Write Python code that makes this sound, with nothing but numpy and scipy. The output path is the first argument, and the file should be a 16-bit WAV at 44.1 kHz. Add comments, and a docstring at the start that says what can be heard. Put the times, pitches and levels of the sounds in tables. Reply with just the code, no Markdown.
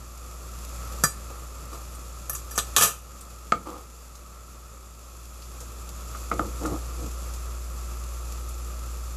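"""Beef frying in a small kitchen

Steam bubbles burst and fat spits in a pan, over mains hum and the room's rush. A steel fork clinks,
then drops clattering on the worktop; tongs knock and shove the pan on the hob and tick as they carry
the meat over. A phone's automatic gain ducks at each loud hit, waits and swells back."""
import sys
import numpy as np
from scipy import signal
from scipy.fft import rfft, irfft, next_fast_len
from scipy.io import wavfile
from scipy.ndimage import uniform_filter1d, minimum_filter1d

SR = 44100
rng = np.random.default_rng(int(sys.argv[2]) if len(sys.argv) > 2 else 0)


def store_wav(level_fs):
    """Save 16-bit WAV to argv[1]."""
    pcm = np.round(np.clip(np.atleast_2d(level_fs), -1, 1) * 32767)
    wavfile.write(sys.argv[1], SR, pcm.T.astype(np.int16))


N = 403956
TIME = np.arange(N) / SR
AGE = TIME[:SR // 2]  # seconds since a contact


def undb(db):
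    """Decibels to gain."""
    return 10 ** (np.asarray(db) / 20)


def fader(rows):
    """Gain over time from rows of t/s, level/dB."""
    return undb(np.interp(TIME, *np.transpose(rows)))


def unit_rms(x):
    """Scale to an rms of 1."""
    return x / np.sqrt(np.mean(x ** 2))


def hit_at(x, db):
    """Scale a short sound to the energy of 10 ms at this level."""
    return x * undb(db) * np.sqrt(.01 * SR / np.sum(x ** 2))


def place(track, start_s, x):
    """Mix a sound into the track."""
    i = int(start_s * SR)
    track[i:i + len(x)] += x[:N - i]


def wander(points):
    """A slow drift through evenly spaced random points."""
    return np.interp(TIME, np.linspace(0, TIME[-1], points), rng.standard_normal(points))


def eq(x, points, tilt_db=0):
    """Filter through points of f/Hz, level/dB, tilted by tilt_db per octave."""
    size = 2 * next_fast_len(len(x))
    octave = np.log2(np.maximum(np.arange(size // 2 + 1) * SR / size, 1))
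    hz, db = np.transpose(points)
    slope_db = tilt_db * np.clip(octave, np.log2(hz[0]), np.log2(hz[-1]))
    response = undb(np.interp(octave, np.log2(hz), db) + slope_db)
    # minimum phase: nothing rings ahead of an attack
    cepstrum = irfft(np.log(response))
    cepstrum[1:size // 2] *= 2
    cepstrum[size // 2 + 1:] = 0
    return irfft(rfft(x, size) * np.exp(rfft(cepstrum)))[:len(x)]


def accent(x, hz, db, octaves):
    """The point of contact boosts or starves one band, reaching some octaves to each side."""
    edges = hz * 2 ** (octaves * np.array([-1, -1 / 3, 1 / 3, 1]))
    return eq(x, np.transpose([edges, [0, db, db, 0]]))


def grains(size, per_s, spread_db):
    """Random tiny impacts; a positive spread makes a few stand out, a negative one sinks a few."""
    strength = undb(spread_db * np.minimum(rng.exponential(size=size), 6))
    return (rng.random(size) < per_s / SR) * rng.choice([-1, 1], size) * strength


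def contact(chatter_s, snap_db):
    """A sharp first snap and the dying chatter that follows it."""
    chatter = grains(len(AGE), per_s=12000, spread_db=-2.0) * np.exp(-AGE / chatter_s)
    return hit_at(chatter, 0) + hit_at(1. * (AGE == 0), snap_db)


def ring(modes, tilt_db, swell_s):
    """Damped modes that build up while the contact lasts, a little differently at each hit."""
    hz, db, t60 = np.transpose(modes)[:, :, None]
    gain = undb(db + tilt_db * np.log2(hz) + 1.3 * rng.standard_normal(hz.shape))
    detune = 1 + 0.0026 * rng.standard_normal(hz.shape)
    phase = 2 * np.pi * (hz * detune * AGE + rng.random(hz.shape))
    # each mode has a weaker twin close by, so the ring beats
    twins = np.sin(phase) + .5 * np.sin(phase * (1 + 0.0027 * rng.standard_normal(hz.shape)))
    decay = np.exp(-np.log(1000) * AGE / t60)
    return np.sum(gain * twins * decay, axis=0) * (1 - np.exp(-AGE / swell_s))


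# Partials of the hum: multiple of the mains frequency, level/dB
HUM_PARTIALS = [(1, 3.5), (2, -17.5), (3, -32), (6, -22.5)]


def mains_hum(mains_hz=59.33, level_db=-32.5):
    """A low bed of mains harmonics, barely wavering in level."""
    hum = sum(undb(db) * np.sin(2 * np.pi * (k * mains_hz * TIME + rng.random()))
              for k, db in HUM_PARTIALS)
    return unit_rms(hum) * undb(level_db + 0.16 * wander(points=90))


# Slow fader ride shared by room tone, sizzle and spits: t/s, level/dB
BED_RIDE = [(0, -42.5), (1.5, -42.5), (2.3, -42.5), (3.2, -40.5), (5.2, -41.5), (6.6, -45), (7.5, -47),
            (9.16, -47.5)]
# Colour of the room tone: f/Hz, level/dB
ROOM_TONE_EQ = [(30, -3.5), (90, 4), (170, 0.5), (270, -5.5), (370, -6.5), (560, -2.5), (760, -12.5),
                (980, -13.5), (1170, 0.5), (1330, 2), (1490, -15.5), (2100, -17), (5000, -33)]


def room_tone():
    """The soft, dark rush of the kitchen."""
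    rush = eq(rng.standard_normal(N), ROOM_TONE_EQ) * undb(1.2 * wander(points=110))
    return unit_rms(rush) * fader(BED_RIDE) * undb(2.06)


# Bright colour of frying fat: f/Hz, level/dB
FAT_EQ = [(1200, -3), (2100, -15.5), (2520, -3.5), (3100, -12.5), (3400, -7), (3900, -10), (4600, -6),
          (5600, -6), (6400, -2.5), (7500, 0.5), (8300, -10.5), (9700, -8.5), (11400, -5), (14300, -16)]


def sizzle():
    """Countless steam bubbles burst in the fat, in small flurries."""
    bubbles = unit_rms(grains(N, per_s=7000, spread_db=2.5))
    hiss = undb(2.0) * rng.standard_normal(N)
    flurries = undb(0.76 * wander(points=200))
    return unit_rms(eq((bubbles + hiss) * flurries, FAT_EQ)) * fader(BED_RIDE) * undb(1.37)


def spits():
    """Drops of fat spit, a sparser, brighter crackle on top of the sizzle."""
    pops = grains(N, per_s=35, spread_db=2.5)
    drops = signal.fftconvolve(pops, contact(chatter_s=.005, snap_db=-7))[:N]
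    return unit_rms(eq(drops, FAT_EQ, tilt_db=1.0)) * fader(BED_RIDE) * undb(-8.5)


# Cues for tong ticks, single spits and soft plops of meat: t/s, level/dB, f/Hz
TICK_CUES = [(1.303, -33, 550), (1.949, -37.5, 9200), (3.21, -31.5, 8600), (4.154, -35, 6540),
             (5.421, -38.5, 4800), (5.604, -33, 7600), (5.609, -35.5, 535), (6.66, -36, 7600),
             (7.337, -40, 7250), (8.49, -43, 10100)]


def ticks():
    """Light touches, each a short crackle around its own pitch."""
    out = np.zeros(N)
    for start_s, db, hz in TICK_CUES:
        band = [(hz / 4, -20), (hz * 0.69, -7), (hz, 0), (hz * 1.15, -7), (hz * 5, -28)]
        tick = eq(contact(chatter_s=0.015, snap_db=-13), band)
        place(out, start_s, hit_at(tick, db))
    return out


# Low body of the hob, under scrapes and knocks: f/Hz, level/dB
HOB_EQ = [(40, -16), (190, -1.5), (260, -2.5), (325, 6), (410, -8), (485, 3), (600, -9), (830, -8),
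          (1000, -11.5), (1220, -2.5), (1370, -12), (1520, -28), (7000, -42), (14000, -48)]
# Scrape cues: t/s, rise/s, fall/s, level/dB, tilt/(dB per octave)
SCRAPE_CUES = [(1.27, 0.084, 0.18, -42.5, 6), (1.71, 0.022, 0.077, -33.5, 5.5),
               (3.654, .012, 0.19, -24, 3.5), (6.595, 0.052, 0.061, -27.5, 0.5),
               (6.66, 0.071, .075, -30.5, -3), (6.961, 0.087, 0.053, -36.5, -3.5)]


def scrapes():
    """Things shoved over the hob and worktop stick and slip, swelling and fading with the push."""
    out = np.zeros(N)
    for start_s, rise_s, fall_s, db, tilt_db in SCRAPE_CUES:
        push = np.interp(AGE, [0, rise_s, rise_s + fall_s], [0, 1, 0])
        slips = eq(grains(len(AGE), per_s=1200, spread_db=1.5), HOB_EQ, tilt_db)
        place(out, start_s, undb(db) * push * unit_rms(slips))
    return out


# Dull clack of the pan: f/Hz, level/dB
PAN_EQ = [(40, -54), (160, -9), (330, -4.5), (520, -4.5), (720, -3), (980, -17.5), (1200, 3.5), (1380, -2),
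          (1580, -14), (2000, -18), (3500, -28), (5500, -35), (7000, -28.5), (12000, -70)]
# Short ring of the pan: f/Hz, level/dB, t60/s
PAN_RING = [(683, -12.5, 0.052), (890, -4.5, 0.029), (1155, -3.5, 0.017), (1315, 9, 0.019),
            (1550, -8, 0.0071), (1940, -22, 0.038), (2190, -27, 0.12), (2460, -46, 0.043),
            (3360, -24.5, 0.038)]
# Knock cues: t/s, level/dB, rumble send/dB, tilt/(dB per octave), chatter/s, accent f/Hz, accent/dB
KNOCK_CUES = [(3.5214, -5, -13.5, 1.55, 0.0028, 980, 2.5), (6.148, -39, -5.5, 3.5, .008, 1320, 9),
              (6.3149, -22.5, -2, 1, .0098, 2190, 6), (6.394, -21, -0.5, 0.5, 0.0022, 4050, -4),
              (6.654, -39, 4, 3, .006, 1410, 7.5)]


def pan_knocks():
    """Tongs knock the pan: it clacks, rings briefly and shakes the hob."""
    out = np.zeros(N)
    for start_s, db, rumble_db, tilt_db, chatter_s, accent_hz, accent_db in KNOCK_CUES:
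        clack = eq(contact(chatter_s, snap_db=-7.0), PAN_EQ, tilt_db)
        tone = ring(PAN_RING, tilt_db, swell_s=.0009)
        rumble = eq(contact(chatter_s=0.05, snap_db=-20), HOB_EQ, tilt_db=-3.1)
        knock = hit_at(clack, db) + hit_at(tone, db - 4)
        place(out, start_s, accent(knock, accent_hz, accent_db, octaves=0.56))
        place(out, start_s, hit_at(rumble, db + rumble_db))
    return out


# Bright clack of steel: f/Hz, level/dB
STEEL_EQ = [(60, -47), (1000, -4), (1720, -17), (2030, -19), (2450, 0.5), (3400, -9.5), (4700, -8),
            (5350, -6), (5950, 3.5), (7400, 2.5), (8700, -1.5), (10000, -1.5), (11700, 0.5), (14300, -7.5)]
# Thud of the worktop: f/Hz, level/dB
WORKTOP_EQ = [(55, -44), (105, -7), (170, -6.5), (290, -16), (470, -4.5), (620, -8.5), (780, -12),
              (980, -15.5), (1180, 4), (1350, -3), (1500, -7), (1900, -15), (3000, -44.5)]
# Ring of the fork: f/Hz, level/dB, t60/s
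FORK_RING = [(1165, -7, .12), (1650, -4, .05), (1760, 2, .11), (2380, -14, .15), (3118, -15, .24),
             (3335, -11, .08), (3945, -17, .16), (4826, -2, .16), (5780, 0, .16), (6100, -6, .11),
             (6840, -5, .21), (7200, -4, .12), (7660, -5, .08), (8028, 5, .17), (8235, -7, .1),
             (8530, -12, .18), (9270, -11, .25), (10470, -9, .1), (11060, -10, .12), (11250, -10, .14),
             (11590, -9, .17), (11800, -9, .15), (12550, -13, .15)]
# Fork cues: t/s, level/dB, ring over clack/dB, tip (0 flat, 1 tine tips only), chatter/s, accent f/Hz
FORK_CUES = [(1.0369, -13.5, 5.5, 0.014, 0.01, 2960), (1.732, -41, 1, 0.64, 0.036, 4320),
             (2.296, -20, -9, 0.95, 0.0079, 12000), (2.2973, -28.5, -2.5, .6, 0.0031, 6100),
             (2.331, -25.5, -9, 0.82, 0.025, 11500), (2.35, -25.5, -5, 0.74, 0.011, 7000),
             (2.511, -31.5, 0.5, 0.61, 0.035, 12000), (2.557, -28, -3, .7, 0.026, 7500),
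             (2.578, -15.5, -5, 0.21, .0097, 3300), (2.586, -18.5, -18, 0.86, 0.0087, 3600),
             (2.764, -2.5, -5.5, 0.69, 0.015, 3620), (2.781, -4, -17, 0.51, 0.049, 3100),
             (2.81, -7, -3, .5, .012, 1760), (2.822, -1.5, -10.5, 0.54, 0.032, 3500),
             (2.832, -6, -1, 0.66, 0.015, 11700), (2.875, -25, -1, 0.52, .031, 1800)]


def fork(held_until_s=2.4):
    """Each contact clacks, rings the fork and thuds in the worktop."""
    out = np.zeros(N)
    for start_s, db, ring_db, tip, chatter_s, accent_hz in FORK_CUES:
        # a flat landing is damped and thuds; the tine tips sound thin and pitched
        accent_db = np.interp(tip, [0, 1], [-11.5, 21])
        thud_db = np.interp(tip, [0, 1], [1.5, -13.5])
        hand_db = 11 * (start_s < held_until_s)  # the hand's weight deepens the thud
        clack = eq(contact(chatter_s, snap_db=-11.5), STEEL_EQ, tilt_db=-0.6)
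        tone = ring(FORK_RING, tilt_db=0.45, swell_s=0.00085)
        thud = hit_at(eq(contact(chatter_s, snap_db=-16.0), WORKTOP_EQ), db + thud_db)
        place(out, start_s, hit_at(accent(clack, accent_hz, accent_db, octaves=0.45), db))
        place(out, start_s, hit_at(accent(tone, accent_hz, accent_db, octaves=0.29), db + ring_db))
        place(out, start_s, accent(thud, hz=142, db=hand_db, octaves=0.53))
    return out


def room_reverb(x, t60_s, wet_db):
    """Cupboards and walls return a short, diffuse tail."""
    tail = rng.standard_normal(len(AGE)) * np.exp(-np.log(1000) * AGE / t60_s) * (AGE > .005)
    return x + undb(wet_db) * signal.fftconvolve(x, tail / np.sqrt(np.sum(tail ** 2)))[:N]


def auto_gain(x, ceiling_db=-13, attack_s=0.00054, hold_s=1.42, release_db_per_s=7.5, start_cut_db=9):
    """Duck by as much as the level passes the ceiling, hold, then swell back at a steady rate."""
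    power = uniform_filter1d(x ** 2, SR // 100)
    level_db = 10 * np.log10(np.maximum(power, 1e-12))
    duck_db = np.minimum(ceiling_db - level_db, 0)
    half_hold = int(hold_s * SR / 2)
    cut_db = -minimum_filter1d(duck_db, 2 * half_hold + 1, origin=half_hold, mode="constant")
    cut_db[0] = start_cut_db
    release_db = release_db_per_s * TIME
    cut_db = np.maximum.accumulate(cut_db + release_db) - release_db
    pole = np.exp(-1 / (attack_s * SR))
    smooth_cut_db, _ = signal.lfilter([1 - pole], [1, -pole], cut_db, zi=[start_cut_db])
    return x * undb(-smooth_cut_db)


def scene():
    """Fork, pan and tongs in a tight room, over a bed of frying, room tone and hum."""
    handling = room_reverb(fork() + pan_knocks() + scrapes() + ticks(), t60_s=0.19, wet_db=-10)
    return (handling + sizzle() + spits() + room_tone() + mains_hum())[None]


def record(dry):
    """The phone rides its gain, soft-clips the loudest peaks and cuts the top."""
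    rounded = np.tanh(1.057 * auto_gain(dry[0])) / 1.165
    high_cut = signal.ellip(10, .2, 70, 14450, fs=SR, output="sos")
    return signal.sosfilt(high_cut, rounded)[None]


dry = scene()
out = record(dry)
store_wav(out)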